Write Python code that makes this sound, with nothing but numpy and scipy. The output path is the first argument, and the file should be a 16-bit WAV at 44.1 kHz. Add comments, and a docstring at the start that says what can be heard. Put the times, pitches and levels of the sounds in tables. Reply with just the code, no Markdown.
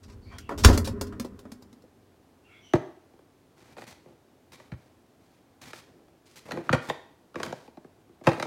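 """Fridge door and kitchen bench

A fridge door swings shut, heard from a shelf inside. The seal slaps, the impact excites the cabinet's
low modes, and the shelves and a rocking bottle rattle on. Then a carton, a banana, a box of eggs and a
pouch are set down on a hard bench, each launching bending waves, while hands and packages brush it
with stick-slip friction. Faint squeaks, the kitchen's reverberation and a low murmur go with them."""
import sys
import numpy as np
from scipy import signal
from scipy.fft import rfft, irfft
from scipy.io import wavfile

SR = 44100
rng = np.random.default_rng(int(sys.argv[2]) if len(sys.argv) > 2 else 0)


def generate_wav(sig):
    """Save sig (samples, or channels by samples) to the path in sys.argv[1] as 16-bit PCM at SR."""
    pcm = np.round(np.clip(np.atleast_2d(sig).T, -1, 1) * 32767).astype(np.int16)
    wavfile.write(sys.argv[1], SR, pcm)


N = 373086
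RING = np.arange(SR * 2 // 5) / SR   # time axis of one free decay, t/s
DOOR_LANDS_S = .654

# the registers thump, body, clack and tick: lowest f/Hz, centre f/Hz, highest f/Hz
REGISTER_BANDS = [(45, 120, 200), (200, 370, 700), (700, 1300, 2500), (2500, 4200, 16000)]
# spectrum of the room's murmur: f/Hz, relative level/dB
MURMUR_SPECTRUM = [(15, -54), (25, -26.5), (87, -4), (180, -8), (212, -8.5), (263, -3.5), (439, -7.5),
                   (476, -11), (754, -12.5), (936, -17), (2000, -25), (16000, -38)]
# resonances of the plastic liner and shelves: f/Hz, bandwidth/Hz, gain/dB
LINER_MODES = [(230, 58, 14.5), (290, 39, 10.5), (410, 50, 7), (545, 30, 8), (680, 60, 2.5), (990, 280, 1),
               (1370, 290, -0.5), (4800, 2000, 1.5)]
# envelopes of the cabinet's rumble and the shelves' chatter:
# relative swing level/dB, relative landing level/dB, rise/(dB/s), decay/(dB/s)
RUMBLE_ENVELOPE = (-49, -26.5, 200, 39)
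CHATTER_ENVELOPE = (-59, -33, 500, 28.5)
# hinge and seal dragging: start t/s, end t/s, body/dB, clack/dB, tick/dB
HINGE_STROKES = [(.024, .055, -83, -66.5, -60), (.06, .16, -63, -64, -65.5),
                 (.292, .385, -59, -54.5, -68.5), (.632, .652, -34, -29.5, -26.5)]
# faint thin squeaks: t/s, start f/Hz, end f/Hz, relative level/dB
SQUEAK_GLIDES = [(0.209, 4470, 4460, -63.5), (0.248, 2206, 2485, -61), (.29, 3170, 3350, -63.5),
                 (0.378, 2980, 2576, -61.5), (2.43, 2760, 2650, -62), (2.457, 1373, 1352, -65),
                 (2.476, 2352, 2130, -58.5), (2.501, 3280, 3480, -64), (2.602, 5800, 6000, -64.5),
                 (2.619, 3166, 2840, -59)]
# the door's shelves and seal striking: t/s, contact time/s, level/dB, weight/dB, hardness/dB
DOOR_IMPACTS = [(.384, 0.0038, -46, -34, 2), (0.492, 0.0032, -31.5, -5.5, -18.5),
                (0.505, .019, -34, 5.5, -17.5), (.578, 0.025, -41, 8.5, 4.5),
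                (0.6469, 0.0037, -13.5, 0.5, 0.5), (0.682, 0.021, -22, 9.5, -8),
                (0.729, 0.019, -31.5, 8.5, -2), (0.846, 0.014, -44, 10, 8), (.873, .005, -38, 6.5, 1),
                (1.068, .008, -55, 12.5, 2), (1.124, 0.0071, -45, -7, -14), (1.246, 0.0066, -45, 12, -5),
                (1.453, 0.0036, -52.5, 12, -14.5)]
# low modes of the cabinet: f/Hz, relative level/dB, T60/s
CABINET_MODES = [(33.4, -17.5, .35), (61, -5.5, .2), (74.57, 1, 0.12), (84, -21.5, .5), (95.3, -18.5, .4)]
# a bottle knocking on its shelf, sooner and softer as it settles: t/s, level/dB
BOTTLE_IMPACTS = [(.776, -32), (1.0118, -37), (1.198, -41.5), (1.391, -57), (1.518, -51.5), (1.623, -60),
                  (1.728, -63.5), (1.821, -69.5)]
# resonances of the bench top: f/Hz, bandwidth/Hz, gain/dB
BENCH_MODES = [(143, 47, 13), (249, 42, 7), (333, 23, 8), (484, 78, 2), (605, 77, -0.5), (798, 240, 1.5),
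               (1170, 400, -3), (1535, 210, -10.5), (1940, 550, 0.5), (2390, 270, 0), (3930, 1700, -0.5),
               (5940, 1300, -8)]
# spectrum of a blow on the bench, a row per register: offset/dB, slope/(dB per dB of hardness)
IMPACT_COLOUR = [(-12, -0.1), (0.5, 0), (-2, 0.59), (-13.5, 1)]
# light taps and knocks: fingers and packages tapping the bench and each other, except the first row, the door's
# last bump: t/s, level/dB, hardness/dB
LIGHT_TAPS = [(1.834, -51.5, -27), (3.135, -53.5, -12), (3.19, -54.5, -9), (3.767, -47.5, 1),
              (3.782, -46, 5), (3.819, -49.5, 9.5), (3.924, -61, 12), (4.058, -50, -16.5), (4.599, -52, 3),
              (5.732, -45, 9), (6.082, -63, 2), (6.487, -41.5, -8), (6.509, -40, 8.5), (6.518, -42.5, 15.5),
              (6.572, -30, -12.5), (6.898, -28, 6.5), (7.343, -46, -1), (7.356, -32, -2.5),
              (7.4, -34, -0.5), (7.431, -41, 19), (7.464, -39.5, 0), (7.525, -33, -1.5), (7.677, -47, -4),
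              (7.771, -42.5, -10), (7.845, -45.5, -14.5), (8.092, -52, -21.5), (8.211, -44.5, -17),
              (8.262, -40, -4), (8.316, -31.5, -2), (8.331, -45.5, 12), (8.376, -34, -16), (8.398, -34, 7),
              (8.425, -32, 9), (8.452, -38, -5)]
# packages and fruit landing: t/s, contact time/s, level/dB, hardness/dB, thump/dB
FOOD_LANDINGS = [(2.7352, 0.0023, -17.5, -6.5, -19), (4.718, 0.0053, -45, 1, -32.5),
                 (6.696, 0.00052, -31.5, 2, -25), (6.728, .0062, -19, 1.5, -18.5),
                 (8.2692, 0.0048, -15, 0.5, -16.5)]
# the hollow note of each item as it lands: t/s, f/Hz, level/dB, T60/s
FOOD_MODES = [(2.738, 355, -8.5, 0.035), (4.723, 128.6, -23.5, 0.11), (6.6932, 1322, -2.5, 0.0078),
              (8.274, 542, -5.5, 0.021)]
# hands and packages sliding: start t/s, end t/s, relative level/dB, hardness/dB
SLIDE_STROKES = [(3.558, 3.745, -59.5, -4.5), (3.77, 3.848, -51.5, -4.5), (3.865, 3.934, -54, 2),
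                 (4.06, 4.139, -53, -22.5), (4.518, 4.563, -55.5, 2.5), (4.566, 4.691, -61.5, -5.5),
                 (4.768, 4.888, -70, -2), (5.201, 5.401, -77, 3.5), (5.611, 5.718, -52.5, 1),
                 (5.73, 5.811, -57, 4.5), (5.852, 6.049, -57.5, -32), (6.252, 6.356, -73, 11),
                 (6.356, 6.398, -59.5, 9.5), (6.452, 6.513, -47.5, -9), (6.518, 6.624, -36, -23.5),
                 (6.631, 6.694, -51.5, -9.5), (6.814, 6.892, -53, 0), (6.886, 6.899, -34, -8),
                 (7.363, 7.521, -40.5, -15.5), (7.428, 7.467, -54.5, 6), (7.538, 7.676, -64.5, 1),
                 (8.237, 8.275, -48, -6.5), (8.299, 8.465, -46.5, -8.5)]
# spectrum of a slide, a row per register: offset/dB, slope/(dB per dB of hardness)
SLIDE_COLOUR = [(-3, 0.2), (-2, 0), (-0.5, 0.52), (-1, 1)]


def amp(db):
    """Amplitude ratio of a level in decibels."""
    return 10 ** (np.asarray(db) / 20)


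def unit_rms(x):
    """Normalisation to unit mean power."""
    return x / np.sqrt(np.mean(x ** 2) + 1e-20)


def unit_energy(x):
    """Normalisation to unit total energy."""
    return x / np.sqrt(np.sum(x ** 2) + 1e-20)


def butter(x, hz, kind, order=2):
    """Butterworth filtering: a maximally flat passband."""
    sections = signal.butter(order, np.clip(hz, 10, .45 * SR), kind, fs=SR, output="sos")
    return signal.sosfilt(sections, x + 1e-18)


def add(track, start_s, sound):
    """Superposition: a sound adds to the track from start_s on."""
    at = int(start_s * SR)
    track[at:at + len(sound)] += sound[:N - at]


def diffuse_tail(t60):
    """Diffuse decay: dense reflections merge into exponentially fading noise of unit energy."""
    return unit_energy(rng.standard_normal(len(RING)) * amp(-60 * RING / t60))


def modal_response(modes):
    """Modal superposition: an impulse plus each damped resonance it excites."""
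    click = signal.unit_impulse(len(RING))
    out = click.copy()
    for hz, width_hz, db in modes:
        radius = np.exp(-np.pi * width_hz / SR)
        numerator = np.array([1, 0, -1]) * (1 - radius ** 2) / 2
        denominator = [1, -2 * radius * np.cos(2 * np.pi * hz / SR), radius ** 2]
        out += amp(db) * signal.lfilter(numerator, denominator, click)
    return out


def minimum_phase(gain):
    """Causality: a gain curve takes its minimum phase, so nothing sounds before its cause."""
    cepstrum = irfft(np.log(gain))
    half = len(cepstrum) // 2
    cepstrum[1:half] *= 2
    cepstrum[half + 1:] = 0
    return np.exp(rfft(cepstrum))


def driven_body(force, response, levels_db, length_s=.01, size=32768):
    """Forced response, equalised so each register has the energy of its level held for length_s."""
    spectrum = rfft(butter(force, 66, "high", order=4), size) * rfft(response, size)
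    hz = np.arange(size // 2 + 1) * SR / size
    log_centres = np.log([centre for _, centre, _ in REGISTER_BANDS])
    colour = np.ones(len(hz))
    for _ in range(3):   # the smooth gain curve converges on the levels
        energy = np.abs(spectrum * colour) ** 2 * 2 / size
        band_energy = np.array([energy[(hz >= low) & (hz < high)].sum() for low, _, high in REGISTER_BANDS])
        band_rms = np.sqrt(band_energy / (length_s * SR))
        colour *= np.exp(np.interp(np.log(1 + hz), log_centres, np.log(amp(levels_db) / band_rms)))
    return irfft(spectrum * minimum_phase(colour))


def microslips(size, spread_db):
    """Stick-slip force: countless tiny slips of very uneven size."""
    return unit_rms(rng.standard_normal(size) * amp(spread_db * np.minimum(rng.exponential(1, size), 6)))


def room_murmur(level_db=-61):
    """Stationary noise: air and appliances murmur, chiefly in the bass."""
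    hz, db = np.transpose(MURMUR_SPECTRUM)
    bin_hz = np.arange(N // 2 + 1) * SR / N
    colour = amp(np.interp(np.log(1 + bin_hz), np.log(hz), db))
    return amp(level_db) * unit_rms(irfft(rfft(rng.standard_normal(N)) * colour, N))


def fridge_response(cavity_db=-0.5, cavity_t60=0.12, top_hz=7500, air_share=.15):
    """Cavity reverberation: the liner's resonances echo densely in a small hard enclosure."""
    cavity = signal.unit_impulse(len(RING)) + amp(cavity_db) * diffuse_tail(cavity_t60)
    sound = signal.fftconvolve(modal_response(LINER_MODES), cavity)[:len(RING)]
    return butter(sound, top_hz, "low", order=1) + air_share * butter(sound, 5000, "low")


def tremble_envelope(swing_db, landing_db, rise_db_per_s, fade_db_per_s, attack_s=0.08):
    """Exponential growth and decay: trembling swells as the door squeezes the air out, then dies."""
    t = np.arange(N) / SR
    since_landing = t - DOOR_LANDS_S
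    swinging = amp(swing_db) * np.clip(t / attack_s, 0, 1)
    landing = amp(landing_db + rise_db_per_s * np.minimum(since_landing, 0))
    return (swinging + landing) * amp(-fade_db_per_s * np.maximum(since_landing, 0))


def door_tremble(response):
    """Random vibration: the loaded door makes the cabinet rumble and the shelves chatter."""
    def band(x, edges_hz):
        return unit_rms(butter(x, edges_hz, "band"))

    chatter = signal.fftconvolve(microslips(N, spread_db=3.5), response)[:N]
    rumble = band(rng.standard_normal(N), [68, 108]) + amp(-7.5) * band(rng.standard_normal(N), [28, 65])
    shelves = band(chatter, [200, 420]) + amp(-15) * band(chatter, [600, 1400])
    rumble *= tremble_envelope(*RUMBLE_ENVELOPE)
    shelves *= tremble_envelope(*CHATTER_ENVELOPE)
    return rumble + amp(4) * shelves


def door_part(force, response, levels_db, length_s=.01, thump_db=-17):
    """Radiation from light parts: little bass, with the thump set relative to the body register."""
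    return driven_body(force, response, [levels_db[0] + thump_db, *levels_db], length_s)


def friction(strokes, radiate, response, spread_db, catch_db, fade_share):
    """Sliding friction: surfaces catch and let go, driving a body in short grainy strokes."""
    out = np.zeros(N)
    for start, end, *levels_db in strokes:
        length_s = end - start
        size = int(length_s * SR)
        grip = amp(catch_db * unit_rms(butter(rng.standard_normal(len(RING)), 50, "low"))[-size:])
        force = microslips(size, spread_db) * grip * signal.windows.tukey(size, fade_share)
        add(out, start, radiate(butter(force, 8290, "low", order=1), response, levels_db, length_s))
    return out


def door_swing(response):
    """Frictional excitation: the dragging hinge and seal drive the liner."""
    return friction(HINGE_STROKES, door_part, response, spread_db=4, catch_db=3, fade_share=0.89)


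def squeaks(length_s=.12):
    """Narrow-band friction noise: thin, airy tones that glide, swell and fade."""
    out, size = np.zeros(N), int(length_s * SR)
    swell = np.hanning(size) ** .5
    for s, start_hz, end_hz, db in SQUEAK_GLIDES:
        glide = np.exp(2j * np.pi * np.cumsum(np.linspace(start_hz, end_hz, size)) / SR)
        flutter = butter(rng.standard_normal(size) + 1j * rng.standard_normal(size), 60, "low", order=1)
        add(out, s, amp(db) * swell * unit_rms((flutter * glide).real))
    return out


def kitchen_reverb(x, first_echo_s=0.003, build_s=0.0046):
    """Reverberation: the hard room's diffuse field decays sooner in the bass and the top treble."""
    tail = (amp(-3) * butter(diffuse_tail(t60=.25), [90, 300], "band")
            + butter(diffuse_tail(t60=.52), [300, 1800], "band")
            + butter(diffuse_tail(t60=.54), [1800, 6000], "band")
            + amp(-2) * butter(diffuse_tail(t60=.41), [6000, 16000], "band"))
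    onset = np.clip((RING - first_echo_s) / build_s, 0, 1)
    return signal.fftconvolve(x, tail * onset)[:N]


def contact_force(contact_s, crunch_db):
    """Rough-surface impact: one impulse, then a crush of small contacts as the surfaces settle."""
    age = np.arange(int(6 * contact_s * SR) + 2) / (contact_s * SR)   # in contact times
    crush = microslips(len(age), spread_db=2.5) * np.sqrt(age) * np.exp(-1.5 * age)
    force = amp(crunch_db) * unit_energy(crush)
    force[0] += 1
    return force


def door_rattles():
    """Impact excitation: the shelves knock and the seal slaps, each from its own spot."""
    out = np.zeros(N)
    for s, contact_s, db, weight_db, hardness_db in DOOR_IMPACTS:
        force = contact_force(contact_s, crunch_db=11.5)
        levels_db = [db + weight_db, db, db + hardness_db]   # body, clack, tick
        add(out, s, door_part(force, fridge_response(), levels_db, thump_db=-14))
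    return out


def cabinet_boom(rise_s=.016, gain_db=6.5):
    """Free vibration: the door lands on its soft seal and the cabinet rings in its low modes."""
    out = np.zeros(N)
    modes = sum(amp(db - 60 * RING / t60) * np.sin(2 * np.pi * hz * RING) for hz, db, t60 in CABINET_MODES)
    add(out, DOOR_LANDS_S, modes * (1 - np.exp(-RING / rise_s)))
    return amp(gain_db) * out


def damped_note(hz, db, t60, rise_cycles):
    """Damped oscillator: a light body swells and rings, radiating little below its own pitch."""
    swell = 1 - np.exp(-RING * hz / rise_cycles)
    ring = amp(db - 60 * RING / t60) * np.sin(2 * np.pi * hz * RING)
    return butter(swell * ring, 0.64 * hz, "high")


def rocking_bottle():
    """Damped rocking: after the slam a bottle knocks as it settles, and its shelf hums each time."""
    out = np.zeros(N)
    for s, db in BOTTLE_IMPACTS:
        response = fridge_response(cavity_db=-3, top_hz=10600, air_share=0.21)
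        force = contact_force(contact_s=0.0046, crunch_db=11)
        levels_db = [db + 7, db, db + 3]   # body, clack, tick
        add(out, s, door_part(force, response, levels_db, thump_db=-5.5))
        add(out, s, damped_note(hz=243.6, db=db + 16, t60=0.14, rise_cycles=3.1))
    return out


def bench_response(lag_cycles=2.086, slowest_hz=60, top_hz=5800, air_share=.55, scatter_db=-4.5):
    """Dispersion of bending waves: treble arrives before bass, and both scatter off the bench's edges."""
    size = 2 * len(RING)
    hz = np.arange(len(RING) + 1) * SR / size
    dispersion = np.exp(-2j * np.pi * lag_cycles * np.log(1 + hz / slowest_hz))
    edge_echoes = butter(diffuse_tail(t60=0.068), 312, "high")
    scatter = 1 + amp(scatter_db) * rfft(edge_echoes, size)
    wave = irfft(rfft(modal_response(BENCH_MODES), size) * dispersion * scatter)[:len(RING)]
    return butter(wave, top_hz, "low") + air_share * butter(wave, top_hz, "low", order=1)


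def register_levels(colour, db, hardness_db):
    """Spectral tilt: the harder the touch, the more the upper registers dominate."""
    offset_db, slope = np.transpose(colour)
    return db + offset_db + slope * hardness_db


def bench_blow(contact_s, levels_db):
    """Point excitation of a plate: one blow on the bench, at a spot of its own."""
    return driven_body(contact_force(contact_s, crunch_db=9), bench_response(), levels_db)


def bench_knocks(settle_s=0.018, settle_loss_db=9.5):
    """Successive impacts: things land on one edge, then on their base; light taps come in between."""
    out = np.zeros(N)
    for s, contact_s, db, hardness_db, thump_db in FOOD_LANDINGS:
        levels_db = register_levels(IMPACT_COLOUR, db, hardness_db)
        add(out, s, bench_blow(contact_s, [thump_db, *levels_db[1:]]))
        add(out, s + settle_s, bench_blow(contact_s=0.0056, levels_db=levels_db - settle_loss_db))
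    for s, db, hardness_db in LIGHT_TAPS:
        levels_db = register_levels(IMPACT_COLOUR, db, hardness_db)
        add(out, s, bench_blow(contact_s=0.0024, levels_db=levels_db))
    return out


def food_resonances():
    """Resonance: carton, banana, egg box and pouch each ring briefly at their natural frequency."""
    out = np.zeros(N)
    for s, hz, db, t60 in FOOD_MODES:
        add(out, s, damped_note(hz, db, t60, rise_cycles=0.44))
    return out


def bench_slides():
    """Frictional excitation: brushing hands and sliding packages drive the bench's modes."""
    response = butter(modal_response(BENCH_MODES), 16000, "low", order=1)
    strokes = [(start, end, *register_levels(SLIDE_COLOUR, db, hardness_db))
               for start, end, db, hardness_db in SLIDE_STROKES]
    return friction(strokes, driven_body, response, spread_db=3.5, catch_db=2, fade_share=0.15)


def scene():
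    """Direct and reverberant sound add: the fridge shuts, then food is set out in the echoing kitchen."""
    interior = fridge_response()
    fridge = door_swing(interior) + cabinet_boom() + door_rattles() + rocking_bottle()
    fridge += door_tremble(interior)
    sliding = amp(-2.5) * bench_slides()
    impacts = bench_knocks() + food_resonances()
    squeaking = squeaks()
    reverb = kitchen_reverb(amp(-10.5) * impacts + amp(-5) * sliding + amp(-0.5) * squeaking)
    return (fridge + impacts + sliding + amp(-2.5) * squeaking + reverb + room_murmur())[None]


def record(dry, cutoff_hz=16000):
    """Soft saturation: the boom just overloads the microphone; a steep low-pass limits the treble."""
    rounded = dry / (1 + dry ** 6) ** (1 / 6)
    return signal.sosfilt(signal.ellip(10, .1, 80, cutoff_hz, fs=SR, output="sos"), rounded)


dry = scene()
out = record(dry)
generate_wav(out)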